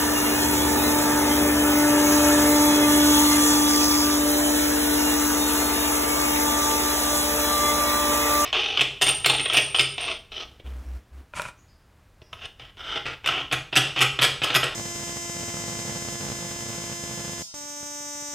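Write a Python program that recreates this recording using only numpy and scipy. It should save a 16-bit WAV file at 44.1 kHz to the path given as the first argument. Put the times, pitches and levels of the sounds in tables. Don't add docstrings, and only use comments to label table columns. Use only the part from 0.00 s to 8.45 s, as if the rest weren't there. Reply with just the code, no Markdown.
import sys
import numpy as np
from scipy import signal
from scipy.fft import rfft, irfft, next_fast_len
from scipy.io import wavfile
from scipy.ndimage import uniform_filter1d, map_coordinates

SR = 44100
rng = np.random.default_rng(int(sys.argv[2]) if len(sys.argv) > 2 else 0)


def output_pcm(signal):
    pcm = np.clip(np.atleast_2d(signal).T, -1, 1) * 32767
    wavfile.write(sys.argv[1], SR, np.round(pcm).astype(np.int16))


N = 372644
N_FFT = next_fast_len(N)
T = np.arange(N) / SR
F = np.arange(N_FFT // 2 + 1) * SR / N_FFT
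SHAFT_HZ = 73.88

DRONE_ORDERS = (4, 8, 12, 16)
WHINE_ORDERS = (14, 18, 20, 22, 24, 26, 28, 30, 32, 34, 38, 42, 46, 50, 54, 58)
# t/s, rumble/dB, body/dB, hiss/dB
AIM = [(0, 2, -4, -2.5), (.7, 5.5, -4, -1), (1.6, 4.5, -4, -3), (2.3, 4, -0.5, 2.5), (2.7, 4, -3, 1),
       (3.3, 1.5, -4, 5), (4.2, -0.5, -6.5, -0.6), (5.4, -1, -3.5, -1), (7.3, -2.5, -5, 0),
       (7.9, -2, -2, -2), (8.45, -3, -3, 0)]
RUMBLE_DB = np.interp(T, *np.transpose(AIM)[:2])


def undb(db):
    return 10 ** (np.asarray(db) / 20)


def unit(x):
    return x / np.sqrt(np.mean(x ** 2))


def curves(table):
    times, *columns = np.transpose(table)
    return [np.interp(T, times, column) for column in columns]


def at_hz(table, hz):
    freqs, values = np.transpose(table)
    return np.interp(np.log(hz + 1), np.log(freqs), values)


def walk(rate, step=32):
    hold = int(SR / step / rate)
    held = np.repeat(rng.standard_normal(N // step // hold + 2), hold)
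    smooth = uniform_filter1d(uniform_filter1d(held, hold), hold)
    return 1.87 * np.interp(T * SR / step, np.arange(len(smooth)), smooth)


def swell(middle, half_length, db, t=T):
    return undb(db) * np.exp(-.5 * ((t - middle) / half_length) ** 2)


def resonance(spectrum, hz, width_hz):
    bell = np.exp(-.5 * ((F - hz) / width_hz) ** 2)
    return unit(irfft(spectrum * bell, N_FFT)[:, :N])


def fading(waves, rate):
    return walk(rate) * waves[0] + walk(rate) * waves[1]


def hum():
    tone_hz = (59.45, 119.3, 225.5, 243.9, 393, 452.7)
    # base level/dB, share of the rumble gain, level waver/dB, phase waver/turns
    tone_levels = [(-42.5, -0.43, 0, .01), (-50, 1.3, -0.7, .01), (-50, 1.6, 0.5, .03),
                   (-44.5, 0.74, 1.5, 0.023), (-48, 1.4, 4, 0.06), (-44, 0.5, 3, 0.06)]
    sizes = [undb(db + share * RUMBLE_DB) for db, share, _, _ in tone_levels]
    sizes[-1] += swell(middle=5, half_length=1.1, db=-42.5)
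    tones = 0
    for hz, size, (_, _, waver_db, waver_turns) in zip(tone_hz, sizes, tone_levels):
        gain = size * undb(waver_db * walk(14))
        tones += gain * np.sin(2 * np.pi * (hz * T + rng.random() + waver_turns * walk(13)))
    return np.sqrt(2) * tones


def thrum(turns, beat_hz=1.19, in_phase_s=1.49):
    # t/s, level/dB
    rotor_levels = [(0, -41), (2.4, -45), (3.2, -45), (4.3, -65)]
    angle = 2 * np.pi * turns
    shaft = undb(-43 + .5 * RUMBLE_DB) * np.sin(angle)
    rotor = undb(curves(rotor_levels)[0]) * np.sin(angle + 2 * np.pi * beat_hz * (T - in_phase_s))
    return np.sqrt(2) * (shaft + rotor)


def housing(aim_share=1.15, flutter_db=1.4):
    # f/Hz, width/Hz, base level/dB
    panels = [(243, 12, -53), (375.3, 9.1, -48.5), (566, 1.8, -59), (678, 5, -54.5), (901, 67, -41),
              (1280, 114, -44.5), (1770, 81, -42.5)]
    air = rfft(rng.standard_normal((2, N_FFT)))
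    ringing = sum(undb(db + flutter_db * walk(10)) * resonance(air, hz, width)
                  for hz, width, db in panels)
    return undb(aim_share * RUMBLE_DB) * ringing


def roar(turns, throb_depth=.22, flicker_db=1.0, rasp_db=2.2, fizz_db=1.0, surge_db=.45):
    # f/Hz, base density/(dB per Hz)
    density = [(40, -81), (80, -70.0), (130, -66.5), (230, -63.0), (450, -59.5), (900, -59.0),
               (1300, -63.0), (2200, -66.0), (2700, -68), (3200, -68.5), (3900, -69), (4500, -71),
               (5400, -68.5), (6200, -66), (7000, -66.5), (9000, -69.0), (13000, -68.5), (16000, -72.5)]
    aim_hz = (178, 1160, 5860)
    spectrum = rfft(rng.standard_normal((2, N_FFT))) * undb(at_hz(density, F)) * np.sqrt(SR / 2)
    octaves = np.log2([100, 200, 400, 700, 1100, 1400, 1700, 2000, 2300, 2600, 2900, 3200, 3500, 3800,
                       4100, 4500, 5800, 7500, 9500, 12000, 15000])
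    aim, surge, out = np.array(curves(AIM)), walk(17), 0
    throb = np.cos(8 * np.pi * turns) + .52 * np.cos(2 * np.pi * turns)
    for octave in octaves:
        share = np.interp(np.log2(F + 1), octaves, octaves == octave)
        band = irfft(spectrum * share, N_FFT)[:, :N]
        weights = np.array([np.interp(octave, np.log2(aim_hz), row) for row in np.eye(3)])
        if octave > np.log2(10000):
            weights *= .6
        bright = np.clip((octave - np.log2(600)) / 3, 0, 1)
        rasp = np.exp(-.5 * ((octave - np.log2(2600)) / .8) ** 2)
        gain_db = weights @ aim + flicker_db * walk(15) + bright * surge_db * surge
        gain_db += max(rasp * rasp_db, bright * fizz_db) * walk(55)
        gate = 1 + throb_depth * max(bright, .3 * rasp) * throb
        out += undb(gain_db) * gate * band
    return out


def chips(per_s=2500, spread_db=6.5, low_hz=5000, high_hz=6400, spray_db=-48, whistle_hz=6100):
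    # middle t/s, half length/s, peak/dB, f/Hz that sets the blend of the two bands
    bursts = [(2.196, 0.23, -38.5, 6400), (2.9, 0.24, -41, 6200), (3.157, 0.057, -31, 6100),
              (3.507, 0.039, -35, 5600), (3.865, 0.17, -26.5, 5070), (5.29, 0.12, -37, 6460)]
    # t/s, level/dB
    whistle_levels = [(3.2, -60), (3.35, -38), (3.6, -36), (3.9, -32), (4.1, -50), (4.2, -70)]
    hits = rng.random((2, N)) < per_s / SR
    sizes = undb(spread_db * np.minimum(rng.exponential(size=(2, N)), 4))
    ticks = rfft(hits * sizes * rng.choice([-1, 1], (2, N)), N_FFT)
    low, high = (resonance(ticks, hz, width_hz=500) for hz in (low_hz, high_hz))
    spray = undb(spray_db) * high
    for middle, half_length, db, hz in bursts:
        blend = np.clip((hz - low_hz) / (high_hz - low_hz), 0, 1)
        spray += swell(middle, half_length, db) * (np.sqrt(1 - blend) * low + np.sqrt(blend) * high)
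    air = rfft(rng.standard_normal((2, N)), N_FFT)
    return spray + undb(curves(whistle_levels)[0]) * resonance(air, whistle_hz, width_hz=55)


def knife_blows(turns, order_range, changes_per_s, scatter, stray=.08, turn_samples=4096):
    seats = (0, .0096, .0032, -.0064)
    # f/Hz, level/dB
    blow = [(150, -33), (520, -43), (700, -38), (960, -42), (1100, -51), (1500, -48), (2300, -53),
            (3500, -50), (4300, -54), (4600, -46), (4900, -49), (5500, -49), (6100, -47), (6600, -51),
            (8000, -49), (11000, -51.5), (15000, -54.5)]
    orders = np.arange(*order_range)
    seat_turns = np.arange(len(seats)) / len(seats) + seats
    comb = np.abs(np.mean([np.exp(-2j * np.pi * orders * at) for at in seat_turns], axis=0))
    free = ~np.isin(orders, (1, *DRONE_ORDERS, *WHINE_ORDERS))
    size = undb(at_hz(blow, orders * SHAFT_HZ)) * (comb + stray) * free
    shape = (int(N / SR * changes_per_s) + 3, len(orders))
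    direct = np.exp(2j * np.pi * rng.random(len(orders)))
    fields = []
    for _ in range(2):
        paths = rng.standard_normal(shape) + 1j * rng.standard_normal(shape)
        spectra = np.pad(size * (direct + scatter * paths), ((0, 0), (orders[0], 0)))
        cycles = irfft(spectra, turn_samples) * turn_samples / 2
        cycles = np.hstack([cycles, cycles[:, :1]])
        fields.append(map_coordinates(cycles, [T * changes_per_s, turns % 1 * turn_samples], order=1))
    return np.array(fields)


def whine(turns, fades_per_s=10, flutter_db=2.5):
    in_step_db = (-60, -55, -53, -55, -56, -57, -57, -60, -60, -59, -63, -62, -59, -60, -60, -72)
    opposed_db = (-63, -62, -62, -58, -57, -56, -55, -56, -54, -55, -55, -55, -54, -55, -54, -55)
    # middle t/s, half length/s, peak in step/dB, peak opposed/dB
    order_swells = [
        [(5.64, 0.21, -49, -53), (7.98, 0.14, -40, -64)],
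        [(2.12, 0.39, -38, -60), (5.5, 0.62, -42.5, -60), (8.24, 0.089, -42, -49)],
        [(0.57, 0.2, -47, -57), (1.23, 0.16, -41, -60), (1.78, 0.12, -39, -46), (2.94, 0.21, -41, -48),
         (5.16, 0.37, -42.5, -60), (7.42, 0.4, -45.5, -60)],
        [(1.22, 0.23, -43.5, -60), (2.12, 0.23, -40, -60)],
        [(1.42, 0.16, -46, -43), (2.1, 0.18, -52, -46)],
        [(8.2, 0.32, -42, -52)],
        [(1.46, 0.55, -42.5, -52), (2.46, 0.096, -44, -51), (2.8, 0.13, -48, -46), (3.22, 0.22, -48, -46),
         (6.31, 0.73, -49.5, -50), (7.7, 0.11, -40, -49), (8.26, 0.08, -43, -48)],
        [(0.74, 0.23, -58, -46), (1.12, 0.12, -61, -45), (2.04, 0.41, -45.5, -52), (2.64, 0.18, -45, -40),
         (3.26, 0.29, -48, -44), (6.16, 0.15, -44.5, -46), (7.75, 0.15, -48, -47)],
        [(1.03, 1, -66, -47), (5.84, 0.15, -49, -48), (7.16, 0.2, -56, -42), (7.98, 0.1, -45, -42)],
        [(0.35, 0.3, -54, -46), (1.76, 0.7, -50.5, -48), (1.91, 0.38, -61, -47), (2.8, 0.19, -50, -45),
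         (6.39, 0.33, -69, -44), (8.04, 0.37, -55, -42), (8.27, 0.14, -56, -43)],
        [(0.25, 0.15, -41, -39), (1.96, 0.14, -58, -41), (3.24, 0.2, -46, -42), (5.1, 0.2, -44, -40),
         (5.8, 0.15, -48, -40), (6.32, 0.2, -64, -40), (8.0, 0.18, -61, -47)],
        [(1.56, 0.16, -63, -40), (3.16, 0.18, -53, -43), (4.45, 0.19, -45, -39), (8.14, 0.12, -61, -38)],
        [(0.6, 0.074, -41, -39), (1.38, 0.18, -50, -42), (3.2, 0.57, -41.5, -34), (4.6, 0.056, -41, -48),
         (6.72, 0.28, -52, -46), (7.35, 0.12, -49, -46), (7.8, 0.35, -40.5, -41)],
        [(0.74, 0.32, -48, -45), (2.38, 0.1, -61, -43), (3.22, 0.21, -50, -43), (4.29, 0.12, -42.5, -45),
         (5.03, 0.12, -60, -43), (5.4, 0.087, -42, -41), (5.75, 0.14, -41.5, -44), (6.52, 0.15, -45.5, -43),
         (7.16, 0.23, -49, -47), (8.27, 0.18, -43, -45)],
        [(0.82, 0.11, -45, -44), (2.68, 0.2, -50, -48), (3.1, 0.1, -48, -40), (4.64, 0.46, -49, -45),
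         (6.92, 0.12, -49, -47), (7.87, 0.77, -46.5, -45)],
        [(0.39, 0.22, -58, -46), (3.24, 0.24, -56, -38), (4.77, 0.34, -61, -47), (5.6, 0.2, -51, -48)],
    ]
    parts, coarse_t = np.zeros((2, N)), T[::256]
    turns = turns + .0013 * walk(40)
    for order, *usual_db, swells in zip(WHINE_ORDERS, in_step_db, opposed_db, order_swells):
        angle = 2 * np.pi * (order * turns + rng.random())
        waves = undb(flutter_db * walk(35)) * np.array([np.sin(angle), np.cos(angle)])
        parts += [undb(db) * fading(waves, fades_per_s) for db in usual_db]
        sung = sum(swell(middle, half_length, np.array(peak_db)[:, None], coarse_t)
                   for middle, half_length, *peak_db in swells)
        parts += np.sqrt(2) * waves * [np.interp(T, coarse_t, part) for part in sung]
    in_step, opposed = parts
    return np.array([in_step + opposed, in_step - opposed])


def drone(turns, skew=.12, rumble_share=.8):
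    # t/s, level/dB, left minus right/dB
    fundamental = [(0.0, -28, 2), (0.04, -27.5, 2.5), (1.39, -23.5, 1.5), (1.84, -20, 1.5), (3.18, -19, 1),
                   (3.69, -22.5, 1.5), (5.27, -25.5, 5.5), (6.07, -31, 6.5), (6.4, -28, 3),
                   (6.61, -31, 4.5), (7.48, -32.5, 5), (7.58, -37.5, -4), (7.72, -33, -5),
                   (7.95, -35.5, -7), (8.19, -31.5, -3.0), (8.45, -32, -3)]
    # t/s, level/dB
    overtones = [
        [(0, -63), (.6, -51), (.9, -36), (1.5, -35), (1.9, -28.5), (2.3, -26.5), (2.6, -30.5), (3, -30),
         (3.15, -38.5), (4, -42.5), (4.4, -32.5), (5, -50), (5.9, -53), (6.6, -40.5), (7.5, -33.5), (8.45, -31)],
        [(0, -54), (.5, -36), (1.3, -33.5), (1.6, -46), (1.9, -34), (3.1, -32.5), (3.7, -38.5), (4.2, -41.5),
         (5.4, -43), (5.8, -35), (6.1, -42.5), (6.7, -31.5), (7.2, -43.5), (8.1, -37), (8.45, -40)],
        [(0, -38), (.5, -45), (.9, -37.5), (1.2, -43), (1.7, -38.5), (3.6, -32), (4.2, -35), (4.6, -60),
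         (5.2, -39.5), (7.1, -33.5), (7.42, -39), (7.6, -25), (7.85, -27.5), (8.03, -27), (8.12, -32),
         (8.22, -29.5), (8.45, -27.5)],
    ]
    flutters = (.3, 1.2, 1.8, 1.5)
    level_db, pan_db = curves(fundamental)
    levels = [level_db] + [curves(table)[0] for table in overtones]
    angles = [2 * np.pi * (order * turns + rng.random()) for order in DRONE_ORDERS]
    sizes = [np.sqrt(2) * undb(db + flutter * walk(20)) for db, flutter in zip(levels, flutters)]
    in_step = sum(size * np.sin(angle) for size, angle in zip(sizes, angles))
    lean = np.tanh(pan_db * np.log(10) / 40)
    opposed = sizes[0] * (lean * np.sin(angles[0]) + skew * walk(1.72) * np.cos(angles[0]))
    for db, angle in zip((-42, -45, -45), angles[1:]):
        opposed += undb(db + rumble_share * RUMBLE_DB) * fading((np.sin(angle), np.cos(angle)), rate=1.5)
    return np.array([in_step + opposed, in_step - opposed])


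def microphone_pair(fields, start_hz=2510, half_turn_hz=2125, dwell=.34, ease=.7):
    # f/Hz, opposed minus in step/dB
    width = [(60, -59), (110, -24), (200, -19.5), (380, -15), (700, -5.5), (1400, -15.5), (2400, 4.5),
             (3600, -3), (4200, 9)]
    half_turns = np.maximum(F - start_hz, 0) / half_turn_hz
    offset = 2 * ((half_turns + .5) % 1) - 1
    rise = np.clip((np.abs(offset) - dwell) / (1 - dwell), 0, 1) ** ease
    stair = np.round(half_turns) + .5 * np.sign(offset) * rise
    treble = np.clip((F - 3900) / 700, 0, 1)
    angle = treble * stair * np.pi / 2 + (1 - treble) * np.arctan(undb(at_hz(width, F)))
    likeness = np.interp(treble, (0, 1), (.3, .68))
    first, second = rfft(fields, N_FFT)
    in_step = np.cos(angle) * first
    opposed = np.sin(angle) * (1j * likeness * first + np.sqrt(1 - likeness ** 2) * second)
    return irfft([in_step + opposed, in_step - opposed], N_FFT)[:, :N]


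def scene(slow_from_s=6.1, slow_by_hz=.045):
    turns = SHAFT_HZ * T - slow_by_hz * np.maximum(T - slow_from_s, 0)
    turns = turns + .0044 * walk(6) + .001 * walk(40)
    buzz = knife_blows(turns, order_range=(1, 102), changes_per_s=7, scatter=1.01)
    sizzle = knife_blows(turns, order_range=(102, 213), changes_per_s=50, scatter=1.9)
    tones = drone(turns) + whine(turns)
    fields = buzz + sizzle + thrum(turns) + hum() + housing() + roar(turns) + chips()
    return tones + microphone_pair(fields)


def record(dry, top_hz=15740):
    return signal.sosfilt(signal.ellip(14, .2, 70, top_hz, fs=SR, output="sos"), dry)


dry = scene()
out = record(dry)
output_pcm(out)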